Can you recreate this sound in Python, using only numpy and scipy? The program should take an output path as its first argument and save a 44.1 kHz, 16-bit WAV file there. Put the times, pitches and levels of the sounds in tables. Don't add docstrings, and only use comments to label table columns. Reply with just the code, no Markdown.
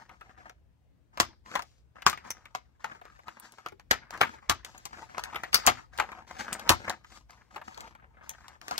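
import sys
import numpy as np
from scipy import signal
from scipy.fft import rfft, irfft, next_fast_len
from scipy.io import wavfile
from scipy.ndimage import uniform_filter1d

SR = 44100
rng = np.random.default_rng(int(sys.argv[2]) if len(sys.argv) > 2 else 0)


def gain_from_decibels(decibels):
    exponent = np.asarray(decibels, float) / 20
    return 10 ** exponent


def wav_record(signal):
    frames = np.transpose(np.atleast_2d(signal))
    bounded = np.clip(frames, -1, 1)
    quanta = np.round(bounded * 32767).astype(np.int16)
    wavfile.write(sys.argv[1], SR, quanta)


N = 387638


def evened(x):
    return x / np.sqrt(np.mean(x ** 2) + 1e-20)


def read(points, hz):
    f, value = np.transpose(points)
    return np.interp(np.log(hz + 1), np.log(f + 1), value)


def add(mix, s, sound):
    part = mix[round(s * SR):][:len(sound)]
    part += sound[:len(part)]


def ring(x, hz, width):
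    r = np.exp(-np.pi * max(width, 5) / SR)
    return 2 * signal.lfilter([1 - r], [1, -r * np.exp(2j * np.pi * hz / SR)], x).real


def causal(points):
    level_db = np.maximum(read(points, abs(np.fft.fftfreq(4096, 1 / SR))), -100)
    log_gain = np.log(gain_from_decibels(level_db))
    return np.fft.ifft(np.exp(signal.hilbert(log_gain).conj())).real[:1024]


def slips(size, per_s, spread_db):
    hit = rng.random(size) < per_s / SR
    sign = rng.choice([-1., 1.], size)
    big = rng.exponential(1, size)
    return hit * sign * gain_from_decibels(spread_db * np.minimum(big, 4))


# f/Hz, relative level/dB
AIR_COLOUR = [(30, -17), (59, -6), (85, -23), (123, -21.5), (280, -32), (3000, -51.5), (16000, -66.5)]
# f/Hz, correlation/0-1
AIR_SAME = [(60, 0.23), (2000, 0.078)]
# t/s, level/dB
AIR_LULL = [(3.3, 1), (3.4, -42), (3.66, -27), (3.69, 3)]
# f/Hz, rms level/dB ahead of the left-right lean
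HUM = [(120, -75.5)]
AIR_DB = -64


def air():
    t = np.arange(N) / SR
    frames, hz = N // 512 + 5, np.fft.rfftfreq(2048, 1 / SR)
    a, b, c, d, patches = rng.standard_normal((frames, 1025, 5)).T
    drift = evened(uniform_filter1d(uniform_filter1d(patches, 8, 0), 8, 1))
    same = np.clip(read(AIR_SAME, hz), -1, 1)[:, None]
    left = a + 1j * b
    right = same * left + np.sqrt(1 - same ** 2) * (c + 1j * d)
    z = np.array([left, right]) * gain_from_decibels(read(AIR_COLOUR, hz)[:, None] + 2 * drift)
    tone = gain_from_decibels(AIR_DB) * evened(signal.istft(z, nperseg=2048, noverlap=1536)[1][:, :N])
    tone *= gain_from_decibels(np.interp(t, *np.transpose(AIR_LULL)))
    return tone + sum(np.sqrt(2) * gain_from_decibels(db) * np.sin(2 * np.pi * f * t) for f, db in HUM)


# f/Hz, t60/s
ROOM_T60 = [(200, 0.45), (1000, 0.1), (5000, 0.28), (12000, 0.016)]


def room(x):
    taps = np.zeros((2, SR // 2))
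    at = np.arange(200, SR // 2 - 20, 20) + rng.integers(0, 20, (2, (SR // 2 - 201) // 20))
    np.put_along_axis(taps, at, rng.choice([-1., 1.], at.shape), 1)
    hz, t, z = signal.stft(taps, SR, nperseg=256)
    fade = gain_from_decibels(-60 * t / read(ROOM_T60, hz)[:, None])
    tail = signal.istft(z * fade, SR, nperseg=256)[1]
    return signal.fftconvolve(x[None], tail / np.linalg.norm(tail[0]), axes=1)[:, :N]


# f/Hz, level/dB
LEFT_OVER_RIGHT = [(100, 3.5), (1000, 4.5), (2500, 3), (6000, 8)]
LEFT_LEADS_S = .0001


def ports(x):
    hz, t, z = signal.stft(x, SR, nperseg=512, noverlap=384)
    slow = uniform_filter1d(rng.standard_normal(z.T.shape), 40, 0)
    wander = evened(uniform_filter1d(slow, 18, 1)).T
    lag = 2 * np.pi * hz[:, None] * LEFT_LEADS_S + 2.15 * np.tanh(hz / 400)[:, None] * wander
    half = gain_from_decibels(read(LEFT_OVER_RIGHT, hz) / 2)[:, None]
    pair = np.array([z * half, z / half * np.exp(-1j * lag)])
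    return signal.istft(pair, SR, nperseg=512, noverlap=384)[1][:, :N]


# f/Hz, width/Hz, level/dB
BOX_MODES = [(55.5, 11, -5), (83.5, 14, -0.5), (117, 6.5, -12), (226, 46, 1), (326, 24, -0.5)]


def thud(peak_db):
    push = np.zeros(SR // 4)
    push[:400] = np.hanning(400) * (1 + 3.8 * uniform_filter1d(rng.standard_normal(400), 30))
    drive = np.gradient(push)
    low = sum(gain_from_decibels(db + 2 * rng.standard_normal()) * ring(drive, f, w) / w for f, w, db in BOX_MODES)
    return gain_from_decibels(peak_db) * low / abs(low).max()


# t/s, peak level/dB
THUDS = [(1.199, -22), (1.285, -48), (2.065, -29.5), (3.722, -44), (3.913, -24.5), (4.203, -36),
         (4.501, -24.5), (5.345, -41.5), (5.681, -23.5), (5.99, -32), (6.699, -13.5)]


def add_thuds(mix):
    for start_s, peak_db in THUDS:
        add(mix, start_s, thud(peak_db))


# start t/s, length t/s, level/dB, change by the end level/dB, skin over card level/dB
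STROKES = [(0, 0.087, -52.5, -17, -10.5), (0.116, 0.064, -51.5, -8.5, -18.5), (0.2, 0.12, -58.5, 1, -16.5),
           (0.381, .11, -52, -5, -17.5), (1.141, 0.22, -53, -18.5, -19), (1.459, 0.099, -51.5, 13, -12.5),
           (1.654, 0.15, -75, -10.5, 7.5), (1.959, 0.35, -53, -2, -21), (2.245, 0.033, -48, 7, -16.5),
           (2.351, 0.47, -60.5, -21.5, -12), (2.804, 0.16, -54.5, 3.5, -15.5), (3.028, 0.2, -63, 1, -10.5),
           (3.27, 0.18, -49, -9, -15), (3.425, 0.034, -48, 4.5, -12), (3.521, 0.19, -56, -14.5, -8),
           (3.953, 0.11, -61.5, 4.5, -26), (4.129, 0.22, -45.5, 0, -15.5), (4.29, 0.091, -55, -5, -20.5),
           (4.424, 0.28, -51.5, -18, -20), (4.657, 0.46, -51, -14, -10), (4.932, 0.11, -47, 2.5, -14),
           (5.099, 0.39, -47.5, 0, -16), (5.539, 0.0047, -37, 2.5, 0.5), (5.54, 0.27, -40.5, -8, -13.5),
           (5.935, 0.27, -43.5, -8, -18), (6.28, 0.12, -48.5, -6, -9), (6.392, 0.028, -37, -2.5, -7.5),
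           (6.468, 0.42, -45.5, 1, -16), (6.883, 0.16, -34, -30.5, -21), (7.042, 0.12, -70.5, 18, -2.5),
           (7.299, 0.19, -52.5, -18, -11.5), (7.51, 0.055, -57.5, 6, -12.5), (7.644, 0.24, -50, -1, -12.5),
           (7.935, 0.28, -63.5, 2.5, -27), (8.235, 0.31, -53.5, -1.5, -14), (8.621, 0.12, -52.5, 13.5, -12)]
TOUCH_DB_PER_S, LIFT_DB_PER_S = 1495.5, 312


def pressure():
    start, length, level_db, change_db, skin_db = np.transpose(STROKES)[:, :, None]
    t = np.arange(0, N + 64, 64) / SR
    since = t - start
    db = level_db + change_db * np.clip(since / length, 0, 1)
    db = db + TOUCH_DB_PER_S * np.minimum(since, 0) - LIFT_DB_PER_S * np.maximum(since - length, 0)
    curves = [np.linalg.norm(gain_from_decibels(db + share), axis=0) for share in (0, skin_db)]
    return [np.interp(np.arange(N) / SR, t, curve) for curve in curves]


# f/Hz, level/dB
SKIN = [(1500, -4.5), (2600, 4), (3600, 5), (4700, 6.5), (6700, 4.5), (8200, -3.5), (9500, -49.5)]
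# f/Hz, level/dB
FILM = [(6500, -15.5), (8600, 2.5), (12000, -2), (15500, -11)]


def plastic():
    return causal(SKIN), causal(FILM)


# f/Hz, base width/Hz (each widens it), base level/dB
PACK_MODES = [(606, 260, -12.5), (759.3, 19, 1.5), (907, 53, 3), (1040, 110, 2), (1244, 60, 7.5),
              (1546, 290, 3.5), (1610, 330, 2.5), (2050, 120, 5.5)]


def rustle(skin, film):
    on_card, on_skin = pressure()
    clumps = .7 + evened(signal.lfilter([1], [1, -.997], abs(slips(N, 45, 3.0))))
    drive = clumps * (evened(slips(N, 900, 2.6)) + .8 * rng.standard_normal(N))
    swish = .4 * drive + rng.standard_normal(N)
    rub = uniform_filter1d(uniform_filter1d(drive, 9), 9)
    body = 0
    for f, w, db in PACK_MODES:
        wander_db = 5.8 * evened(uniform_filter1d(rng.standard_normal(N), 3000))
        body = body + gain_from_decibels(db - 8 * np.log2(f / 1000)) * ring(rub * gain_from_decibels(wander_db), f, 1.4 * w)
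    low = evened(sum(gain_from_decibels(db) * ring(rub, f, w) for f, w, db in BOX_MODES))
    crisp = evened(signal.oaconvolve(swish, skin + gain_from_decibels(-12.0) * film)[:N])
    return on_card * (evened(body) + gain_from_decibels(-15) * low) + on_skin * crisp


RING_T60, CRACK_T60 = 0.13, 0.088
LASTING = 0.12
OWN_Q, OWN_DB = 10, 7
BLUNT_S = 0.00023
FIZZ_DB, FIZZ_PER_CRACK = -7.5, 1.9


def snap(level_db, crack_db, panel_hz, skin, film):
    t = np.arange(SR // 5) / SR
    after = evened(slips(len(t), 2000, 2.8))
    fade_db = -60 * t / gain_from_decibels(LASTING * level_db)
    blow = t * np.exp(-t / (BLUNT_S * gain_from_decibels(min(-crack_db, 24)))) * rng.standard_normal(len(t))
    push = 0.14 * after * gain_from_decibels(fade_db / RING_T60) + 2.2 * blow / np.linalg.norm(blow)
    push = uniform_filter1d(push, 9)
    break_noise = rng.standard_normal(len(t)) * 1.8 * np.exp(-t / 0.00082)
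    prick = 0.43 * after * gain_from_decibels(fade_db / CRACK_T60) + break_noise
    body = gain_from_decibels(OWN_DB) * panel_hz ** -.5 * ring(prick, panel_hz, panel_hz / OWN_Q)
    for f, w, db in PACK_MODES:
        grip_db, bend = rng.standard_normal(2) * [3.0, .04]
        near_db = db - 14 * abs(np.log2(f / panel_hz)) + grip_db
        body = body + gain_from_decibels(near_db) * w ** -.5 * ring(push, f * (1 + bend), 2.6 * w)
    skin_part = signal.fftconvolve(prick, skin)[:len(t)]
    film_part = signal.fftconvolve(prick, film)[:len(t)]
    crack, fizz = gain_from_decibels([crack_db, FIZZ_DB + FIZZ_PER_CRACK * crack_db])
    card = np.sqrt(max(1 - crack ** 2 - fizz ** 2, .03))
    parts = (body, card), (skin_part, crack), (film_part, fizz)
    return gain_from_decibels(level_db) * sum(share * x / np.sqrt(10 * np.mean(x[:300] ** 2)) for x, share in parts)


# t/s, nominal peak level/dB, share of the plastic crack level/dB,
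# struck panel or blister bubble f/Hz
SNAPS = [(.094, -38.5, -20, 1160), (0.211, -36, -29, 1300), (0.496, -36, -10, 759),
         (1.174, -27, -10.5, 1110), (1.201, -6, -4.5, 1360), (1.554, -13.5, -14, 1040),
         (1.593, -21, -16, 1110), (1.622, -33.5, -3.5, 708), (2.021, -32.5, -9.5, 2580),
         (2.065, -2, -8.5, 1360), (2.098, -23, 0.5, 727), (2.129, -22.5, -15, 1200),
         (2.175, -31.5, -14.5, 2000), (2.3048, -20.5, -9, 5850), (2.455, -36.5, -16, 2200),
         (2.55, -19, -11, 1120), (2.844, -18.5, -17, 877), (3.014, -36.5, -45, 713), (3.053, -38, -14, 970),
         (3.191, -41, -35, 880), (3.282, -27.5, -18.5, 1030), (3.399, -73, 21.5, 1120),
         (3.522, -58.5, 9, 1500), (3.584, -38, -18, 1120), (3.662, -22.5, -16, 1210),
         (3.686, -37, -7, 2050), (3.722, -39, -42, 390), (3.797, -40.5, -9, 1500), (3.911, -5, -8, 1600),
         (4.107, -31, -6, 1040), (4.139, -46, -2.5, 1490), (4.176, -37.5, -6.5, 1198),
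         (4.209, -15, -19, 1200), (4.213, -5, -15, 1400), (4.497, -8, -3.5, 1260), (4.648, -29.5, -2, 2320),
         (4.779, -38.5, -7, 6800), (4.854, -27, -1.5, 740), (5.181, -19.5, -13.5, 1010),
         (5.195, -27, -8.5, 894), (5.238, -25, -3, 1810), (5.346, -27, -19, 1380),
         (5.359, -19.5, -18.5, 1980), (5.435, -22, -15, 1810), (5.53, -18.5, -9.5, 2300),
         (5.544, -4, -9.5, 4620), (5.5487, -12.5, -2, 4620), (5.666, -12.5, 3.5, 5960),
         (5.6717, -7, -5, 2160), (5.676, -4, -9, 956), (5.977, -33, -1, 900), (5.987, -20, -15.5, 845),
         (5.999, -9.5, -19, 820), (6.118, -32, -17, 920), (6.529, -22, -2.5, 8400),
         (6.595, -29.5, -4.5, 735), (6.693, -2.5, -2, 1010), (6.712, -14, -39, 1040),
         (6.897, -18.5, -4, 789), (7.046, -39, -16.5, 1400), (7.307, -42.5, -4.5, 1000),
         (7.561, -25.5, -22, 894), (7.615, -32.5, -26, 840), (7.745, -41.5, -17, 4250),
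         (7.776, -30.5, -10, 907), (7.807, -32.5, -3, 710), (7.951, -39, -20.5, 1004),
         (8.294, -24, -8, 6440), (8.336, -44.5, -24, 2400), (8.482, -37, -4, 1140),
         (8.615, -37.5, -5, 1540), (8.682, -27, -5, 870), (8.711, -19.5, -9, 937), (8.78, -18.5, -1.5, 939)]


def add_snaps(mix, skin, film):
    for start_s, level_db, crack_db, panel_hz in SNAPS:
        add(mix, start_s, snap(level_db, crack_db, panel_hz, skin, film))


ROOM_DB = -21.5
LEAN_DB = 4


def scene():
    skin, film = plastic()
    pack = rustle(skin, film)
    add_thuds(pack)
    add_snaps(pack, skin, film)
    lean = gain_from_decibels([[LEAN_DB / 2], [-LEAN_DB / 2]])
    return ports(pack) + lean * (gain_from_decibels(ROOM_DB) * room(pack) + air())


def band_limit(x):
    return signal.sosfilt(signal.butter(12, 17070, fs=SR, output="sos"), x)


SPLIT_HZ, IN_STEP_HZ, TOP_LEAD_S = 8500, 11950, 1 / 3530


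def record(dry):
    size = next_fast_len(N)
    hz, (left, right) = np.fft.rfftfreq(size, 1 / SR), rfft(dry, size)
    top = np.clip((hz - SPLIT_HZ) / 500 + .5, 0, 1)
    early_left = left * np.exp(2j * np.pi * (hz - IN_STEP_HZ) * TOP_LEAD_S)
    right += top * (early_left - right)
    pass_band = np.clip((15900 - hz) / 400 + .5, .003, 1) * np.clip(hz / 48, 0, 1) ** 5.5
    mix = irfft(pass_band * np.array([left, right]), size)[:, :N]
    return band_limit(np.clip(mix, -1, 1))


dry = scene()
out = record(dry)
wav_record(out)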